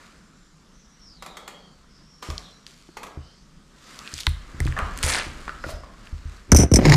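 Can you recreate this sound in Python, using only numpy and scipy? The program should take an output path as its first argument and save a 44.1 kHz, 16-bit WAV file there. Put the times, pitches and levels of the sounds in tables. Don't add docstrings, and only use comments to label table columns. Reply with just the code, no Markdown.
import sys
import numpy as np
from scipy import signal
from scipy.fft import rfft, irfft, next_fast_len
from scipy.io import wavfile
from scipy.ndimage import uniform_filter1d

SR = 44100
rng = np.random.default_rng(int(sys.argv[2]) if len(sys.argv) > 2 else 0)


def generate_wav(sig):
    pcm = np.round(np.clip(np.atleast_2d(sig).T, -1, 1) * 32767).astype(np.int16)
    wavfile.write(sys.argv[1], SR, pcm)


N = 306936
TIME = np.arange(N) / SR
HIT = np.arange(SR // 2) / SR


def amp(db):
    return np.exp(np.asarray(db) * np.log(10) / 20)


def unit(x):
    return x / np.sqrt(np.mean(x ** 2) + 1e-20)


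def crest(x):
    power = uniform_filter1d(x ** 2, size=132, mode="constant")
    return x / np.sqrt(power.max() + 1e-20)


def read(points, hz):
    f, value = np.transpose(points)
    return np.interp(np.log(hz + 1), np.log(f + 1), value)


def add(mix, s, sound):
    part = mix[max(round(s * SR), 0):][:len(sound)]
    part += sound[:len(part)]


def colour(x, points):
    size = next_fast_len(len(x) + SR // 10)
    hz = abs(np.fft.fftfreq(size, 1 / SR))
    log_gain = np.log(amp(np.maximum(read(points, hz), -100)))
    response = np.exp(np.conj(signal.hilbert(log_gain)))[:size // 2 + 1]
    return irfft(rfft(x, size) * response, size)[:len(x)]


def dying(t60):
    return np.exp(-np.log(1000) * HIT / max(t60, 1e-3))


def swell(s, hold_s, rise_s, fall_s):
    early = np.maximum(s - TIME, 0) / max(rise_s, 1e-3)
    late = np.maximum(TIME - s - hold_s, 0) / max(fall_s, 1e-3)
    return 10 ** -np.minimum(early + late, 10)


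def burst(t60):
    return rng.standard_normal(len(HIT)) * dying(t60)


def waver(length, size):
    smooth = uniform_filter1d(rng.standard_normal(length), size)
    return unit(uniform_filter1d(smooth, size))


def ring(x, hz, q):
    hz = min(hz, SR / 3)
    return signal.lfilter(*signal.iirpeak(hz, max(q, 3 * hz / SR), fs=SR), x)


def patchy(x, depth_db):
    z = signal.stft(x, nperseg=512)[2]
    across_pitch = uniform_filter1d(rng.standard_normal(z.shape), size=7, axis=0)
    patches = unit(uniform_filter1d(across_pitch, size=12, axis=1))
    return unit(signal.istft(z * amp(depth_db * patches))[1][:N])


def grains(per_s, spread_db, dust):
    size = amp(spread_db * np.minimum(rng.exponential(1, N), 4))
    clicks = size * rng.choice([-1, 1], N) * (rng.random(N) < per_s / SR)
    return unit(clicks) + dust * rng.standard_normal(N)


def chips(per_s, spread_db, q, count=18):
    out = np.zeros(N)
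    for hz in np.geomspace(500, 13000, count):
        draw = rng.random(N) * SR * count / per_s
        at = np.flatnonzero(draw < 1)
        clicks = np.zeros(N)
        clicks[at] = amp(spread_db * np.minimum(-np.log(draw[at]), 4))
        out += ring(clicks, hz, q)
    return unit(out)


def glides(rows, fringe=1.6, fringe_db=-11):
    flutter_share, flutter_db = 0.25, 1
    out = np.zeros(N)
    for s, length, first_hz, last_hz, width_hz, db in rows:
        part = np.minimum(TIME[:SR] / length, 1)
        noise = rng.standard_normal(SR) + 1j * rng.standard_normal(SR)
        hz = first_hz + (last_hz - first_hz) * part
        hz = hz + flutter_share * width_hz * waver(SR, size=900)
        core, halo = (signal.lfilter(*signal.butter(2, w, fs=SR), noise) / np.sqrt(w)
                      for w in (width_hz, fringe * width_hz))
        carrier = np.exp(2j * np.pi * np.cumsum(hz) / SR)
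        hiss = ((core + amp(fringe_db) * halo) * carrier).real
        hiss = unit(hiss * amp(flutter_db * waver(SR, size=800)))
        envelope = np.sqrt(abs(np.sin(np.pi * part))) * (1 - part / 2)
        add(out, s, amp(db) * envelope * hiss)
    return out


# (frequency [Hz], level [dB])
AIR_COLOUR = [(12, -65), (20, 3), (58, -1.5), (112, -21.5), (180, -11.5), (289, -13), (452, -18),
              (767, -23), (1270, -16.5), (2540, -27), (5380, -24), (7730, -29.5), (15500, -52.5)]


def air():
    hush = patchy(colour(rng.standard_normal(N), AIR_COLOUR), depth_db=1.5)
    hollow = unit(ring(ring(rng.standard_normal(N), hz=171, q=1.77), hz=171, q=1.77))
    hollow *= amp(2 * waver(N, size=3500))
    return amp(-55.5) * hush + amp(-57.5) * hollow


# (peak time [s], rise per 20 dB [s], fall per 20 dB [s], coarse rub level [dB], fine grit level [dB])
STROKES = [(0.02, 0.38, 0.36, -51.5, -56), (2.23, 0.011, 0.34, -45, -44), (2.67, 0.0067, 0.41, -63, -53),
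           (3.9, 0.18, 0.8, -49.5, -49.5), (4.07, 0.39, 0.11, -52, -51.5), (4.19, 0.19, 0.13, -69, -39.5),
           (4.68, 0.16, 0.11, -50, -47), (4.87, 0.8, 0.29, -41.5, -50), (5.021, 0.21, 0.93, -41, -45.5),
           (5.43, 0.13, 0.47, -51, -53), (5.698, 0.078, 0.11, -42, -42.5), (6.05, 0.3, 0.37, -53, -57.5),
           (6.341, 0.43, 0.36, -52, -56.5)]
# (frequency [Hz], level [dB])
RUB_COLOUR = [(120, -58), (200, 0), (377, -7), (580, -7.5), (842, -11), (1190, -2), (2020, -7.5),
              (3500, -20.5), (4550, -39), (7700, -120)]
# (frequency [Hz], level [dB])
GRIT_COLOUR = [(1290, -17), (2200, -1.5), (4600, 0), (5820, -4), (7500, -4), (9700, -13), (10800, -14.5),
               (15500, -26)]
# (peak time [s], rise per 20 dB [s], fall per 20 dB [s], level [dB])
POWDER_HISSES = [(4.19, 0.23, 0.16, -62), (5.708, 0.055, 0.041, -48.5)]


def shuffles():
    rub = unit(colour(rng.standard_normal(N), RUB_COLOUR))
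    grit = patchy(colour(grains(per_s=900, spread_db=4.2, dust=1.1), GRIT_COLOUR), depth_db=1.5)
    rub_power, grit_power = np.zeros((2, N))
    for s, rise_s, fall_s, rub_db, grit_db in STROKES:
        stroke = swell(s, 0, rise_s, fall_s)
        rub_power += (amp(rub_db) * stroke) ** 2
        grit_power += (amp(grit_db) * stroke) ** 2
    fizz = unit(ring(ring(rng.standard_normal(N), hz=9400, q=1.2), hz=9400, q=1.2))
    powder = sum(amp(db) * swell(s, 0, rise_s, fall_s) for s, rise_s, fall_s, db in POWDER_HISSES)
    return rub * np.sqrt(rub_power) + grit * np.sqrt(grit_power) + powder * fizz


# (time [s], length [s], first pitch [Hz], last pitch [Hz], band width [Hz], level [dB])
WHISTLE_GLIDES = [(.22, 0.44, 7330, 7050, 129, -68), (.73, 0.2, 6220, 5300, 282, -59.5),
                  (.86, 0.24, 5900, 5760, 170, -61), (0.99, 0.15, 5580, 5230, 120, -52.5),
                  (1.05, 0.14, 5420, 4420, 230, -50.5), (1.16, 0.31, 3970, 3740, 170, -53),
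                  (1.34, 0.42, 3330, 3180, 70, -55), (1.38, 0.5, 4350, 4530, 149, -61),
                  (1.89, 0.19, 5150, 4950, 262, -59), (2.01, 0.68, 5430, 5650, 145, -56.5),
                  (2.42, 0.18, 4170, 4000, 110, -55), (2.415, 0.12, 3700, 3400, 190, -51.5),
                  (2.88, 0.28, 4460, 4240, 100, -61), (3.19, 0.21, 2900, 3200, 119, -61),
                  (3.204, 0.26, 4630, 4980, 548, -58), (5.6, 0.29, 5180, 4970, 200, -54)]


def whistles():
    return glides(WHISTLE_GLIDES)


# (time [s], level [dB])
BRICK_CLACKS = [(1.223, -34.5), (1.261, -36), (1.369, -35.5), (1.477, -34), (2.225, -33), (2.3, -35),
                (2.969, -32), (3.031, -34.5), (3.066, -43)]
# (frequency [Hz], level [dB])
BRICK_COLOUR = [(120, -24), (200, -6.5), (570, 0), (818, -2.5), (1110, -5), (1850, -6), (2170, -3),
                (3010, -9), (3350, -6), (5450, -12), (7550, -9), (8260, -16.5), (13000, -20), (15000, -28)]


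def clacks():
    out = np.zeros(N)
    loose = grains(per_s=110, spread_db=2.5, dust=.35)
    for s, db in BRICK_CLACKS:
        crumbs = amp(-14.5) * loose[rng.integers(N - len(HIT)):][:len(HIT)] * dying(t60=0.64)
        contact = burst(t60=0.057) * (1 - np.exp(-HIT / 0.00069))
        contact = contact + 2.85 * ring(contact, hz=1120 * rng.uniform(1.0, 1.03), q=5.6)
        contact += colour(crumbs, [(400, 3.5), (1300, -1), (3500, -28.0)])
        add(out, s, amp(db) * crest(colour(contact, BRICK_COLOUR)))
    return out


# (time [s], peak level [dB], length of the push [s])
FOOTFALLS = [(2.288, -23.5, 0.0013), (2.299, -25.5, 0.016), (3.174, -24, 0.0021), (4.135, -30.5, 0.0023),
             (4.276, -13.5, 0.0091), (4.546, -28, 0.0023), (4.604, -19, 0.00089), (4.611, -14.5, 0.0066),
             (4.657, -13.5, 0.0031), (4.687, -14, 0.011), (4.823, -19.5, 0.013), (5.041, -16.5, 0.0081),
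             (5.267, -25, 0.00088), (5.666, -23.5, 0.0008), (5.737, -27, 0.014), (6.128, -22.5, 0.015),
             (6.255, -23, 0.014)]
# (frequency [Hz], level [dB], t60 [s])
BODY_MODES = [(45.2, -6, 0.49), (75.8, 6.5, 0.22), (129, 0.5, 0.24), (233, 2, 0.03), (301, 2, 0.094),
              (610, -8, 0.065)]


def thumps():
    out = np.zeros(N)
    modes = sum(amp(mode_db) * dying(t60) * np.cos(2 * np.pi * hz * HIT)
                for hz, mode_db, t60 in BODY_MODES)
    for s, db, push_s in FOOTFALLS:
        u = HIT / (max(push_s, 1e-3) / 4)
        thump = signal.fftconvolve(-u * np.exp(-u), modes)[:len(HIT)]
        add(out, s, amp(db) * thump / abs(thump).max())
    return out


# (time [s], level [dB], pitch [Hz], band width [octaves], splinter treble [dB])
GRIT_SNAPS = [(2.3018, -33.5, 4400, 0.65, -18), (2.3795, -27, 3970, 0.79, -32),
              (2.6656, -36.5, 3470, 1.25, -26), (3.9899, -34.5, 4200, 1, -5),
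              (4.0753, -33, 3270, 0.83, -24), (4.139, -28, 5950, 0.73, -20), (4.1655, -41, 4060, 1.1, -16),
              (4.1792, -33.5, 3850, 1.5, -13), (4.1882, -33.5, 2600, 1.9, -9),
              (4.2042, -29, 4630, 0.96, -6), (4.208, -31, 4550, .9, -3), (4.233, -35, 3600, 1.3, -18),
              (4.2672, -15, 3760, 0.65, -8), (4.268, -18.5, 1850, 0.42, -35), (4.2922, -40, 9400, .6, -20),
              (4.6026, -24, 1950, 0.29, -4), (4.651, -38.5, 3960, 1.3, -3), (4.6668, -34, 2960, 0.75, -6),
              (4.675, -30, 1420, 1, -28), (4.7232, -31.5, 1890, 0.71, -16), (4.7889, -24, 1430, 1.1, -11.5),
              (4.975, -33, 2940, 0.84, 14), (4.9878, -32.5, 2570, 0.81, 5), (5.0288, -22.5, 3300, 0.82, 7),
              (5.033, -23.5, 2090, 1.2, -14), (5.037, -29, 9000, 0.55, -8), (5.1, -22.5, 3400, 1.2, -9),
              (5.1363, -23.5, 4600, 1.1, -11), (6.0713, -40.5, 2260, 0.97, -20)]


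def snaps(fracture_s=0.000901):
    out = np.zeros(N)
    for s, db, hz, octaves, treble_db in GRIT_SNAPS:
        crack = burst(t60=0.0091) * (1 - np.exp(-HIT / 0.00047))
        crack = crack[:SR // 20]
        add(crack, fracture_s, np.array([6.]))
        half = 2 ** (np.clip(octaves, .1, 3) / 2)
        band = [hz / half, min(hz * half, SR / 3)]
        body = signal.lfilter(*signal.butter(2, band, "band", fs=SR), crack)
        splinters = colour(crack, [(500, -3), (4000, 5.5), (9000, 7.0), (15000, -8.5)])
        add(out, s, amp(db) * crest(crest(body) + amp(treble_db) * crest(splinters)))
    return out


# (time [s], level [dB], pitch [Hz], room share [dB])
HOLLOW_KNOCKS = [(2.888, -42.5, 342, -22), (4.268, -24, 950, -27), (4.6035, -34.5, 696, -25),
                 (4.766, -29.5, 1090, 5.5), (4.776, -24, 1230, -2), (4.789, -21.5, 1250, -4.5),
                 (4.799, -25.5, 1120, -2), (5.479, -27, 1180, -13), (5.493, -26, 1280, -5.5),
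                 (5.639, -26, 1420, -7.5), (5.643, -30, 546, -7), (5.69, -32, 632, -2.5),
                 (5.835, -39, 1130, -2), (6.52, -13.5, 1450, -15), (6.531, -16.5, 1550, -16)]


def knocks():
    out, sent = np.zeros((2, N))
    for s, db, hz, wet_db in HOLLOW_KNOCKS:
        blow = burst(t60=0.033)
        add(blow, .001, np.array([7.]))
        tone = ring(blow, hz, q=5.5) + 0.22 * ring(blow, hz=1500, q=28) + 0.18 * ring(blow, hz=644, q=1.8)
        body = colour(tone, [(150, 9.5), (400, 0.0), (1900, -4.0), (3200, -11.5), (8000, -13), (15000, -33)])
        knock = amp(db) * crest(body)
        add(out, s, knock)
        add(sent, s, amp(wet_db) * knock)
    return out, sent


# (time [s], length [s], first pitch [Hz], last pitch [Hz], band width [Hz], level [dB])
SOLE_GRATES = [(3.95, 0.2, 1154, 1365, 149, -48.5), (4.03, 0.18, 1500, 2000, 264, -48),
               (4.04, 0.09, 2610, 2530, 100, -48), (5.06, 0.17, 2396, 1101, 326, -30.5)]


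def grates():
    return glides(SOLE_GRATES)


# (frequency [Hz], level [dB])
SWAY_RUMBLE = [(12, -52), (20, 5.5), (52, 0), (102, -11), (348, -18.5), (650, -35.5), (1100, -120)]


def sway():
    level = amp(-38) * swell(4.65, hold_s=0.5, rise_s=0.35, fall_s=1.68)
    return level * unit(colour(rng.standard_normal(N), SWAY_RUMBLE))


# (frequency [Hz], level [dB])
SLIDE_CRUSH = [(120, -31), (200, -3), (278, -3), (544, -1.5), (783, -1.5), (2150, 0.5), (3070, -3),
               (4580, -3), (5800, -5), (9800, -3), (11000, -14), (15000, -25)]


def slide(start_s=5.029, bite_s=0.0024, press_s=5.087, press_db_per_s=68):
    coarse = chips(per_s=1200, spread_db=2.4, q=7)
    crush = colour(unit(grains(per_s=3600, spread_db=3, dust=0.2)) + 1.3 * coarse, SLIDE_CRUSH)
    crush *= amp(1.7 * waver(N, size=110))
    fine = signal.sosfiltfilt(signal.butter(2, 5500, "high", fs=SR, output="sos"), crush)
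    weight = amp(-press_db_per_s * np.maximum(press_s - TIME, 0))
    coarse_level = amp(-27) * swell(start_s, hold_s=0.16, rise_s=bite_s, fall_s=0.092)
    fine_level = amp(-29.5) * swell(start_s, hold_s=0.083, rise_s=bite_s, fall_s=0.11)
    return weight * (coarse_level * unit(crush - fine) + fine_level * unit(fine))


# (time [s], length [s], level [dB])
CAMERA_JOSTLES = [(6.521, 0.089, -14), (6.748, 0.04, -12.5), (6.855, 0.063, -11)]
# (frequency [Hz], level [dB])
JOSTLE_BUMPS = [(15, -33), (25, -11), (42, 4), (97, 0.5), (192, -7.5), (350, -6.5), (427, -15), (1350, -33),
                (2300, -29.5), (3140, -40), (6500, -60)]


def jostle():
    level = sum(amp(db) * swell(s, length, rise_s=0.021, fall_s=0.076) for s, length, db in CAMERA_JOSTLES)
    return level * unit(colour(grains(per_s=220, spread_db=1.5, dust=.2), JOSTLE_BUMPS))


# (frequency [Hz], level [dB], t60 [s])
FITTING_MODES = [(2200, -6, 0.0097), (5240, -10, 0.063), (5560, -12, 0.052), (5535, -2, 0.026),
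                 (5980, 6, 0.035), (8620, -6, 0.034), (10340, -13, 0.04)]


def clink():
    modes = np.zeros(len(HIT))
    for hz, mode_db, t60 in FITTING_MODES:
        level = amp(mode_db + 0.56 * rng.standard_normal())
        cycles = hz * rng.normal(1, 0.011) * HIT
        modes += level * dying(t60) * np.sin(2 * np.pi * (cycles + rng.random()))
    chatter = signal.fftconvolve(modes, burst(t60=0.03))[:len(HIT)]
    grit = uniform_filter1d(burst(t60=0.076) * rng.exponential(1, len(HIT)), size=2)
    grind = ring(grit, hz=7540, q=2.2)
    metal = crest(modes) + 0.46 * crest(chatter) + 0.22 * crest(grind)
    metal *= 1 - np.exp(-HIT / 0.00021)
    return crest(metal * dying(t60=0.37))


# (time [s], level [dB])
FITTING_THROWS = [(6.5178, -7), (6.547, -13.5), (6.562, -9), (6.5675, -8), (6.587, -15.5), (6.599, -15.5),
                  (6.606, -17), (6.615, -21.5), (6.626, -22), (6.6338, -22), (6.7155, -26.5), (6.738, -12),
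                  (6.7585, -9)]


def rattle(count=3, rebound_s=.0045, rebound_db=-9.5):
    out = np.zeros(N)
    for s, db in FITTING_THROWS:
        for k in range(count):
            add(out, s + k * rebound_s, amp(db + k * rebound_db) * clink())
    return out


# (time [s], thud level [dB], thud t60 [s], starting pitch [Hz])
CAMERA_BLOWS = [(6.521, 5.5, 0.18, 428), (6.548, 2, 0.036, 562), (6.591, -3, 0.18, 420),
                (6.608, -11, 0.087, 450), (6.634, -1, 0.044, 679), (6.716, -2.5, 0.2, 473),
                (6.739, 0.5, 0.071, 624.6), (6.768, -6, 0.063, 566), (6.79, -3, 0.057, 530),
                (6.824, -6.5, 0.02, 577), (6.842, -10, .03, 417), (6.858, -4, 0.028, 500)]


def jolts(low_hz=70, spread_s=0.00491, flex_hz=48):
    out = np.zeros(N)
    for s, db, t60, first_hz in CAMERA_BLOWS:
        hz = low_hz + (first_hz - low_hz) * np.exp(-HIT / spread_s)
        thud = np.sin(2 * np.pi * np.cumsum(hz) / SR) * dying(t60) * (1 - np.exp(-HIT / 0.0031))
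        flex = np.sin(2 * np.pi * flex_hz * HIT) * dying(2 * t60)
        spot = np.sin(2 * np.pi * first_hz * HIT) * dying(t60=0.077)
        slap = colour(burst(t60=0.028), [(300, 10.0), (700, 4.0), (1200, -9.0), (3500, -18.5), (14000, -35)])
        blow = thud + amp(-21.5) * flex + amp(-18.5) * spot + amp(-17.0) * crest(slap)
        add(out, s, amp(db) * blow)
    return out


# (frequency [Hz], level [dB])
SHELL_COLOUR = [(350, -26), (600, -1.5), (950, 0), (1400, -13.5), (2000, -2.5), (2700, -12.5),
                (3250, -19.5), (3950, -8), (4400, -12.5), (5150, -6.5), (6100, -18), (6750, -10),
                (7900, -26), (8800, -22), (9700, -28.5), (15500, -37)]


def drag():
    level = amp(-21) * swell(6.895, hold_s=0.044, rise_s=0.082, fall_s=0.05)
    return level * unit(colour(grains(per_s=1500, spread_db=2, dust=.5), SHELL_COLOUR))


# (time [s], length [s], level [dB])
GRIP_JUDDERS = [(6.88, 0.0386, -5), (6.953, .01, -4.5)]


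def judder():
    level = sum(amp(db) * swell(s, length, rise_s=0.038, fall_s=0.0064) for s, length, db in GRIP_JUDDERS)
    wander = unit(uniform_filter1d(rng.standard_normal(N), size=600))
    hz = 147.5 * (1 + 0.0664 * wander)
    return level * np.sin(2 * np.pi * np.cumsum(hz) / SR)


# (time [s], level [dB], strongest resonance [Hz], noise burst t60 [s])
HAND_SLIPS = [(6.8465, -31, 2100, .03), (6.8525, -13, 2150, 0.048), (6.897, -14, 5300, .02),
              (6.9209, -7.5, 1970, 0.018), (6.9349, -19, 4900, 0.03), (6.940, -12, 4800, 0.018)]


def slips():
    out = np.zeros(N)
    for s, db, hz, t60 in HAND_SLIPS:
        rasp = crest(colour(burst(t60) * (1 - np.exp(-HIT / 0.00065)), SHELL_COLOUR))
        add(out, s, amp(db) * crest(rasp + 0.35 * crest(ring(rasp, hz, q=8))))
    return out


# (frequency [Hz], t60 [s])
ROOM_T60 = [(150, 0.39), (500, 0.78), (1200, 0.66), (3000, 0.54), (7000, 0.38), (14000, 0.29)]


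def room(x):
    taps = rng.standard_normal(SR) * (1 - np.exp(-np.arange(SR) / SR / 0.00034))
    hz, t, z = signal.stft(taps, SR, nperseg=256)
    decay = np.exp(-np.log(1000) * t / read(ROOM_T60, hz)[:, None])
    tail = signal.istft(z * decay, SR, nperseg=256)[1]
    return signal.fftconvolve(x, tail / np.linalg.norm(tail))[:N]


def scene():
    scuff, clack, snap = shuffles(), clacks(), snaps()
    knock, knock_sent = knocks()
    skid, metal = slide(), rattle()
    sent = amp(-4.0) * clack + colour(snap, [(3500, -17.5), (8000, -11)]) + knock_sent
    sent += amp(-10.5) * skid + amp(-27.0) * metal
    rubble = scuff + clack + snap + grates() + skid
    handling = sway() + jostle() + drag() + judder() + slips()
    camera = thumps() + handling + metal + jolts()
    return (air() + whistles() + rubble + knock + camera + room(sent))[None]


def record(dry, ceiling=0.54, knee=5, shelf_hz=2500):
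    pole, zero = np.exp(-2 * np.pi * np.array([shelf_hz, 2 * shelf_hz]) / SR)
    b, a = np.array([1, -zero]) / (1 - zero), np.array([1, -pole]) / (1 - pole)
    dull = signal.lfilter(b, a, dry)
    flattened = dull / (1 + abs(dull / ceiling) ** knee) ** (1 / knee)
    clipped = signal.lfilter(a, b, flattened)
    band_limit = signal.firwin(201, 15150, window=("kaiser", 8), fs=SR)
    return signal.oaconvolve(clipped, band_limit[None], "same")


dry = scene()
out = record(dry)
generate_wav(out)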